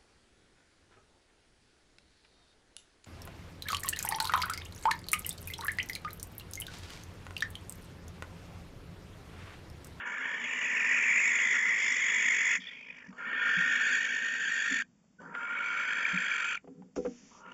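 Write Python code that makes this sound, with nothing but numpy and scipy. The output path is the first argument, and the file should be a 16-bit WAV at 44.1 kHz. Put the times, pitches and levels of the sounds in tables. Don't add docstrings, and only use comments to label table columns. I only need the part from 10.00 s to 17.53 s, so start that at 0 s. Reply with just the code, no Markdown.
import sys
import numpy as np
from scipy import signal
from scipy.fft import rfft, irfft, next_fast_len
from scipy.io import wavfile
from scipy.ndimage import uniform_filter1d

SR = 44100
rng = np.random.default_rng(int(sys.argv[2]) if len(sys.argv) > 2 else 0)


def file_out(sig):
    cols = np.atleast_2d(sig).T
    lim = np.clip(cols, -1, 1)
    pcm = np.round(lim * 32767).astype(np.int16)
    wavfile.write(sys.argv[1], SR, pcm)


N = 332073
TIME = np.arange(N) / SR
FRAME, HOP = 2048, 512

# time_s, throat_db, rasping_edge_db, high_hiss_db
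FIRST_EFFORT = [(0.0, -37, -45, -63), (0.03, -42.5, -57, -90), (0.07, -39, -57, -59),
                (0.23, -34.5, -51.5, -60.5), (0.41, -37.5, -47.5, -57), (0.55, -35, -45, -49.5),
                (0.8, -29, -48, -49), (1.19, -25.5, -49.5, -41.5), (1.23, -27, -49.5, -40),
                (1.48, -27.5, -43, -42), (1.73, -28.5, -50.5, -48.5), (1.82, -30, -42.5, -42),
                (2.54, -27.5, -44, -41.5), (2.55, -27.5, -45.5, -41)]
THIN_EFFORT = [(2.6, -52, -49.5, -59), (2.688, -45.5, -48, -63), (2.7, -47.5, -53, -66),
               (2.94, -51, -65, -74.5), (2.99, -50.5, -69, -66), (3.018, -49.5, -74, -77),
               (3.1, -59.5, -95, -71.5)]
SECOND_EFFORT = [(3.11, -99, -92, -78), (3.194, -41.5, -62, -69.5), (3.332, -34.5, -47.5, -70.5),
                 (3.494, -28, -43, -53.5), (3.962, -27.5, -40.5, -43), (3.976, -30.5, -42.5, -46.5),
                 (4.216, -33.5, -45, -50.5), (4.742, -31, -43, -44.5), (4.79, -31.5, -46.5, -48.5)]
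THIRD_EFFORT = [(5.2, -63, -74, -73), (5.266, -55.5, -84, -74), (5.32, -52, -84, -81),
                (5.36, -41, -63.5, -69), (5.572, -34, -53, -64.5), (5.661, -34, -49, -58),
                (5.793, -32.5, -48, -55), (6.452, -33, -44, -50.5), (6.549, -36, -43.5, -53.5)]
FOURTH_EFFORT = [(7.31, -96, -93, -95), (7.456, -54, -73, -85), (7.53, -55, -61, -72)]
# time_s, lower_throat_hz, upper_throat_hz,
#   upper_db (over the lower), edge_hz, hiss_hz, cancelled_band_hz
MOVING_RESONANCES = [
    [(0.1, 1653, 2280, -6, 2950, 6270, 3720), (0.35, 1747, 2160, -3, 3123, 5240, 3710),
     (0.52, 1970, 2420, -2.5, 2890, 6810, 4240), (0.85, 1873, 2366, -1, 2670, 5320, 4230),
     (1.2, 2070, 2415, -1, 3620, 7410, 4460), (1.6, 1990, 2170, -18.5, 3430, 5976, 4030),
     (1.85, 2070, 2220, -7.5, 3430, 4970, 3970), (2.05, 2053, 2160, -9.5, 3510, 6810, 4090),
     (2.5, 2030, 2330, -8, 3418, 6160, 3830)],
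    [(2.66, 1900, 2355, 0.5, 3550, 4760, 4250), (2.85, 2040, 2410, 9.5, 3073, 4970, 4200),
     (3.03, 1840, 2380, -5, 2845, 5661, 4270)],
    [(3.22, 1456, 2245, -1.5, 2909, 7450, 3710), (3.55, 1574, 2320, -3, 3332, 6150, 3840),
     (3.9, 1663, 2360, -2, 3380, 7270, 5300), (4.1, 1754, 2350, -1, 3060, 6280, 4863),
     (4.4, 1740, 2440, -5, 3111, 7100, 5140), (4.75, 1704, 2320, -1.5, 3510, 7300, 5180)],
    [(5.25, 1630, 2260, -15, 2870, 6500, 4100), (5.45, 1390, 2290, -1.5, 2834, 7260, 4330),
     (5.7, 1470, 2280, 2, 3060, 5860, 5400), (6.0, 1670, 2340, -1, 3270, 6230, 5670),
     (6.3, 1640, 2330, 0.5, 3294, 6730, 5500), (6.54, 1445, 2410, 4, 2960, 6580, 5060)],
    [(7.33, 1150, 2200, -22, 2900, 6400, 5000), (7.52, 1500, 2420, 7, 2900, 6400, 5000)],
]
# centre_hz, width_hz, level_db (over the lower moving one)
FIRST_THROAT = [(328, 440, -31), (1133, 178, -22), (1560, 264, -31), (3302, 222, -19), (5477, 997, -26),
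                (6942, 573, -15)]
THIN_THROAT = [(299, 740, -14.5), (1074, 270, -16), (3240, 260, 5), (5440, 2194, -18)]
SECOND_THROAT = [(397, 870, -19.5), (1578, 82, 4.5), (1810, 82, 5), (3310, 290, -18), (4530, 190, -22),
                 (5100, 2800, -26), (6870, 460, -21)]
THIRD_THROAT = [(675, 1500, -20.5), (1480, 140, -1.5), (1880, 41, -4.5), (3204, 230, -13.5),
                (4660, 930, -19.5), (6130, 580, -20.5), (7270, 210, -13.5)]
FOURTH_THROAT = [(304.6, 2100, -11), (1150, 76, -2), (1370, 310, 8), (2420, 1000, -9), (6400, 1800, -16)]
# end_s, lower_throat_width_hz, upper_throat_width_hz, cancelled_depth (0 to 1),
#   flutter_db (scaled by growth and register), rush_start_db, rush_end_db (both before effort is followed),
#   break_off_db (sudden drop at the end; negative is a rise)
SCREECHES = [(2.564, 270, 340, 0.58, 1.5, -47, -51.5, 0), (3.1, 300, 295, .6, 4.8, -64.5, -61, -2),
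             (4.823, 258, 285, 0.98, 1.65, -48.5, -57.5, 15),
             (6.558, 333, 244, 0.95, 2.1, -47.5, -54.5, 5.5), (7.53, 390, 905, 0.7, 3.3, -53.5, -54, 0)]
# lower_hz, lower_swing (share),
#   upper_hz, upper_swing (share), upper_db, breath_db (both before the colour is evened out)
VOICES = [(1634, .09, 2150, 0.1374, -4.5, -9), (1600, 0.07, 2600, 0.13, 1, -1.5),
          (1630, 0.138, 2420, 0.1615, -3, -10.5), (1580, 0.134, 2300, 0.201, -1, -5),
          (1410, 0.064, 2100, 0.18, -4, -10)]
LOWER_PARTIALS_DB = [-5.5, -12, -10, -13]
# centre_hz, width_hz, level_db (over the direct sound)
STANDING_WAVES = [(231.6, 22, 21.5), (404, 34, 12), (485, 24, 10.5), (584, 88, 7), (964, 79, 10.5),
                  (1190, 21, 1), (1404, 39, 8), (1790, 150, 2), (2244, 52, 2), (2910, 120, 3.5),
                  (3340, 56, 0.5)]
# low_hz, high_hz
REGISTERS_HZ = [(110, 1250), (1250, 2700), (2700, 4000), (4000, 7700)]
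REGISTER_FLUTTER = [0.68, 0.73, 1.35, 1.35]
# (relative, per Hz)
QUIET_SPECTRUM = [(15, -56.5), (25, -14), (133, -12), (186, 0.5), (391, -20), (522, -19.5), (729, -23.5),
                  (4080, -34.5), (7600, -28.5), (9880, -63.5), (16700, -120)]
# start_s, level_db (peak of the thud without the board's flex),
#   pitch_hz (favoured by the contact)
BLOWS = [(2.576, -44, 221), (3.08, -39.5, 211), (3.569, -34.5, 162), (3.687, -42, 260), (3.893, -47.5, 199),
         (4.709, -33, 258), (6.131, -30.5, 182), (6.642, -45.5, 326), (6.675, -44, 387), (6.752, -52, 183),
         (6.966, -27.5, 378), (6.98, -21, 374), (7.0, -33, 435), (7.049, -26, 500), (7.068, -29.5, 260)]
# pitch_hz, level_db (relative), t60_s (time to fall 60 dB)
BOX_MODES = [(161, -7.5, 0.28), (188.5, 4.5, 0.18), (241.7, -6, 0.35), (272.4, 1.5, 0.14),
             (336.6, -14.5, 0.23), (410.5, -2, 0.081), (469, -7.5, 0.2), (492, 1.5, 0.11),
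             (615, -24.5, 0.27), (763, -9.5, 0.16), (1000, -8.5, 0.06), (1358, 4.5, 0.031)]
# start_s, peak_db, pitch_hz, length_s
SQUEAKS = [(2.666, -36, 3440, 0.013), (2.682, -38.5, 3433, 0.014), (5.182, -48, 1500, 0.034),
           (5.257, -42.5, 1490, .012), (6.31, -23, 2340, .014), (2.896, -36, 2440, 0.017),
           (6.05, -18, 2300, 0.0087), (6.172, -21.5, 2394, 0.01), (6.571, -32, 2320, 0.0085)]
# start_s, length_s (before the fade), level_db
SCUFFS = [(3.12, 1.8, -68), (5.174, 0.13, -47.5), (6.624, 0.22, -51.5), (7.187, 0.039, -47.5),
          (7.436, 0.17, -52.5)]
# start_s, peak_db, centre_hz
TICKS = [(3.126, -43, 1080), (5.041, -62, 610), (5.349, -28, 1480), (6.571, -34, 2190), (6.643, -51, 610),
         (6.674, -45, 676), (6.821, -47.5, 810), (6.962, -32.5, 690), (7.053, -32, 604), (7.06, -42, 1260)]
# start_s, length_s (before the fade), level_db, attack_s
BRUSHES = [(6.955, 0.0079, -46.5, 0.012), (6.993, 0.4, -62, 0.053)]
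# (relative, per Hz)
FEATHER_SPECTRUM = [(300, 0), (1000, -6.5), (2500, -1.5), (3700, -6.5), (4700, -6), (5800, 3), (7300, -0.5),
                    (8000, -41)]

FLUTTER_PER_S, FLUTTER_SAG_PER_S = 55.5, 7.5
FLUTTER_GROWTH = 1.2
SCOOP_SHARE, SCOOP_S = 0.13, 0.22
UPPER_LAG_TURNS, UPPER_SKEW = 0.5, 0.3
PITCH_JITTER, JITTER_HZ = 0.034, 261.4
EDGE_WIDTH_HZ, HISS_WIDTH_HZ = 250, 1000
NULL_WIDTH_HZ = 580
STEADINESS, SATURATION_KNEE = 0.75, 0.23
RING_SHARE = 0.22
RUSH_FOLLOWS = 0.2
REGISTER_LAG_S = 0.0015
ATTACK_S, RELEASE_DB_PER_S, TAIL_S = 0.001, 762.5, 0.29
QUIET_DB = -67.5
CONTACT_CYCLES = 1.1
FLEX_HZ, FLEX_DB, FLEX_T60_S = 63, -27, 0.17
CUTOFF_HZ = 7600


def from_db(db):
    return 10 ** (np.asarray(db) / 20)


def rms_one(x):
    return x / np.sqrt(np.mean(x ** 2) + 1e-20)


def in_time(rows, times=TIME):
    s, *columns = np.transpose(rows)
    return [np.interp(times, s, column) for column in columns]


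def add(out, s, sound):
    at = round(s * SR)
    out[at:at + len(sound)] += sound[:N - at]


def drift(rate, size):
    length = next_fast_len(N // 20 + 2)
    hz = np.fft.rfftfreq(length, 20 / SR)
    spectrum = rfft(rng.standard_normal(length)) / (1 + (hz / rate) ** 4)
    slow = rms_one(irfft(spectrum, length))
    return np.interp(np.arange(size) / 20, np.arange(length), slow)


def resonance(hz, centre_hz, width_hz):
    return 1 / (1 + ((hz - centre_hz) / (0.75 * width_hz)) ** 2) ** 2


def resonances(hz, table):
    return sum(from_db(db) ** 2 * resonance(hz, centre, width) for centre, width, db in table)


def coloured_noise(spectrum):
    hz, db = np.transpose(spectrum)
    noise_hz = np.fft.rfftfreq(N, 1 / SR)
    gain = from_db(np.interp(np.log(noise_hz + 1), np.log(hz), db))
    return rms_one(irfft(rfft(rng.standard_normal(N)) * gain, N))


def band_pass(x, centre_hz, q):
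    return signal.lfilter(*signal.iirpeak(centre_hz, q, fs=SR), x)


def stroke(s, length_s, attack_s, release_s):
    swell = np.clip((TIME - s) / attack_s, 0, 1)
    return swell * np.exp(-np.maximum(TIME - s - length_s, 0) / release_s)


def frames_of(x):
    return signal.stft(x, SR, nperseg=FRAME, noverlap=FRAME - HOP)[2]


def filtered(frames, gain, size):
    sound = signal.istft(frames * gain, SR, nperseg=FRAME, noverlap=FRAME - HOP)[1]
    return rms_one(sound[:size])


def flutter(progress, jitter):
    per_s = FLUTTER_PER_S - FLUTTER_SAG_PER_S * progress
    per_s = per_s * (1 + jitter * drift(14.22, size=len(progress)))
    return 2 * np.pi * np.cumsum(per_s) / SR


def syrinx(age, phase, voices, uneven):
    low_hz, low_swing, high_hz, high_swing, high_db, breath_db = voices
    size = len(age)
    scoop = 1 - SCOOP_SHARE * np.exp(-age / SCOOP_S)
    late = phase - 2 * np.pi * UPPER_LAG_TURNS
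    low_bend = low_swing * np.cos(phase)
    high_bend = high_swing * (np.sin(late) - UPPER_SKEW * np.sin(2 * late))
    angles = []
    for hz, swing in ((low_hz, low_bend), (high_hz, high_bend)):
        bend = swing * (1 + uneven * drift(35, size=size)) + PITCH_JITTER * drift(JITTER_HZ, size=size)
        angles.append(2 * np.pi * np.cumsum(hz * scoop * (1 + bend)) / SR)
    lower = sum(from_db(db) * np.sin((k + 1) * angles[0]) for k, db in enumerate(LOWER_PARTIALS_DB))
    upper = from_db(high_db) * np.sin(angles[1])
    breath = from_db(breath_db) * rng.standard_normal(size)
    return lower + upper + breath


def wall_echoes(x, echo_db, sway_s):
    at, out = np.arange(len(x)), x
    for k, path_s in enumerate(np.geomspace(0.0022, 0.019, 9)):
        lag = (path_s + sway_s * drift(0.92, size=len(x))) * SR
        out = out + (-1) ** k * from_db(echo_db) * np.interp(at - lag, at, x)
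    return out


def evened_frames(x):
    frames = frames_of(x)
    power = uniform_filter1d(np.abs(frames) ** 2, size=25, axis=1)
    power = uniform_filter1d(power, size=7, axis=0)
    return frames / np.sqrt(np.maximum(power, 1e-18))


def tract(hz, times, mouth, throat, low_width, high_width, null_depth):
    low, high, db, edge, hiss, null = in_time(mouth, times)
    power = resonance(hz, low, low_width) + from_db(db) ** 2 * resonance(hz, high, high_width)
    power = power + resonances(hz, throat)
    beak = (1 + 2 * resonance(hz, edge, EDGE_WIDTH_HZ)) * (1 + 2 * resonance(hz, hiss, HISS_WIDTH_HZ))
    air = 1 + resonances(hz, STANDING_WAVES)
    cancelled = 1 - np.clip(null_depth, 0, 1) * resonance(hz, null, NULL_WIDTH_HZ)
    return power * beak * air * cancelled


def register_levels(effort, t, progress, start_db, end_db):
    throat, edge, hiss = in_time(effort, t)
    rush = start_db + (end_db - start_db) * progress + RUSH_FOLLOWS * (throat - throat.max())
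    return rush, throat, edge, hiss


def saturated(x, power):
    swing = np.abs(signal.hilbert(x, next_fast_len(len(x))))[:len(x)]
    even = x / (swing + SATURATION_KNEE) ** STEADINESS
    ring = power ** RING_SHARE
    gain = np.sqrt(ring * power.sum(0) / (ring * power).sum(0))
    return filtered(frames_of(even), gain, size=len(x))


def screech(effort, mouth, throat, call, voices, rough_db):
    end, low_width, high_width, null_depth, flutter_db, *rush, drop_db = call
    start = max(0, effort[0][0])
    t = TIME[round(start * SR):round((end + TAIL_S) * SR)]
    progress = np.clip((t - start) / (end - start), 0, 1)
    phase = flutter(progress, jitter=0.02576)
    source = syrinx(t - start, phase, voices, uneven=0.301)
    frames = evened_frames(wall_echoes(source, echo_db=-12, sway_s=0.0002))
    hz = np.fft.rfftfreq(FRAME, 1 / SR)[:, None]
    frame_s = start + np.arange(frames.shape[1]) * HOP / SR
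    power = tract(hz, frame_s, mouth, throat, low_width, high_width, null_depth)
    puffs_db = flutter_db * (1 + FLUTTER_GROWTH * (progress ** 2 - 0.5)) * np.cos(phase)
    grain_db = rough_db * drift(120, size=len(t))
    levels = register_levels(effort, t, progress, *rush)
    voice = 0
    for k, ((low, high), level_db) in enumerate(zip(REGISTERS_HZ, levels)):
        below_top = 1 / (1 + (hz / high) ** 40)
        above_bottom = 1 / (1 + (low / (hz + 1)) ** (40 if low > 1000 else 8))
        part = power * below_top * above_bottom
        sound = filtered(frames, np.sqrt(part / part.sum(0)), size=len(t))
        if k == 1:
            sound = saturated(sound, part)
        late_puffs_db = np.interp(t - k * REGISTER_LAG_S, t, puffs_db)
        puffs = from_db(late_puffs_db * REGISTER_FLUTTER[k] + grain_db)
        voice = voice + rms_one(sound * puffs) * from_db(level_db)
    attack = np.clip((t - start) / ATTACK_S, 0, 1)
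    release = from_db(-RELEASE_DB_PER_S * np.maximum(t - end, 0) - drop_db * (t > end))
    out = np.zeros(N)
    add(out, start, voice * attack * release)
    return out


def box_quiet():
    return from_db(QUIET_DB) * coloured_noise(QUIET_SPECTRUM)


def box_ring():
    t = TIME[:SR // 3]
    return sum((-1) ** k * from_db(db - 60 * t / t60) * np.sin(2 * np.pi * hz * t)
               for k, (hz, db, t60) in enumerate(BOX_MODES))


def blows(contact_q, padding_q, crunch):
    out, box = np.zeros(N), box_ring()
    t = TIME[:len(box)]
    flex = from_db(FLEX_DB - 60 * t / FLEX_T60_S) * np.sin(2 * np.pi * FLEX_HZ * t)
    for s, db, hz in BLOWS:
        force = crunch * rng.standard_normal(len(t)) * np.exp(-t * hz / CONTACT_CYCLES)
        force[0] += 1
        padded = band_pass(band_pass(force, hz, contact_q), hz, padding_q)
        thud = signal.fftconvolve(padded, box)[:len(t)]
        add(out, s, from_db(db) * (thud / np.abs(thud).max() + flex))
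    return out


def squeaks(waver):
    out = np.zeros(N)
    for s, db, hz, length_s in SQUEAKS:
        size = round(length_s * SR)
        phase = 2 * np.pi * np.cumsum(hz * (1 + waver * drift(200, size=size))) / SR
        add(out, s, from_db(db) * np.hanning(size) * np.sin(phase))
    return out


def shuffle(soft_hz, uneven_db):
    force = rng.standard_normal(N) * from_db(uneven_db * drift(25, size=N))
    force = band_pass(band_pass(force, soft_hz, 0.81), soft_hz, 0.81)
    murmur = rms_one(signal.fftconvolve(force, box_ring())[:N])
    weight = sum(from_db(db) * stroke(s, length_s, attack_s=0.08, release_s=0.032)
                 for s, length_s, db in SCUFFS)
    return weight * murmur


def ticks(t60, tail_db, tail_t60, q, dull_hz):
    out, t = np.zeros(N), TIME[:SR // 6]
    fade = from_db(-60 * t / t60) + from_db(tail_db - 60 * t / tail_t60)
    for s, db, hz in TICKS:
        grit = rng.standard_normal(len(t)) * fade
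        tick = signal.lfilter(*signal.butter(4, dull_hz, fs=SR), band_pass(grit, hz, q))
        add(out, s, from_db(db) * tick / np.abs(tick).max())
    return out


def feathers(release_share):
    weight = sum(from_db(db) * stroke(s, length_s, attack_s, release_share * attack_s + 0.015)
                 for s, length_s, db, attack_s in BRUSHES)
    return weight * coloured_noise(FEATHER_SPECTRUM)


def scene():
    efforts = [FIRST_EFFORT, THIN_EFFORT, SECOND_EFFORT, THIRD_EFFORT, FOURTH_EFFORT]
    throats = [FIRST_THROAT, THIN_THROAT, SECOND_THROAT, THIRD_THROAT, FOURTH_THROAT]
    calls = zip(efforts, MOVING_RESONANCES, throats, SCREECHES, VOICES)
    owls = sum(screech(*tables, rough_db=1.73) for tables in calls) + squeaks(waver=0.0097)
    feet = blows(contact_q=3.2, padding_q=0.92, crunch=0.068) + shuffle(soft_hz=250, uneven_db=3.5)
    grit = ticks(t60=0.046, tail_db=-22.0, tail_t60=0.14, q=4.4, dull_hz=2910)
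    return (owls + box_quiet() + feet + grit + feathers(release_share=0.24))[None]


def record(dry):
    notch = signal.butter(2, [3830, 4200], "bandstop", fs=SR, output="sos")
    low_pass = signal.ellip(8, 0.5, 70, CUTOFF_HZ, fs=SR, output="sos")
    return signal.sosfilt(low_pass, signal.sosfilt(notch, dry))


dry = scene()
out = record(dry)
file_out(out)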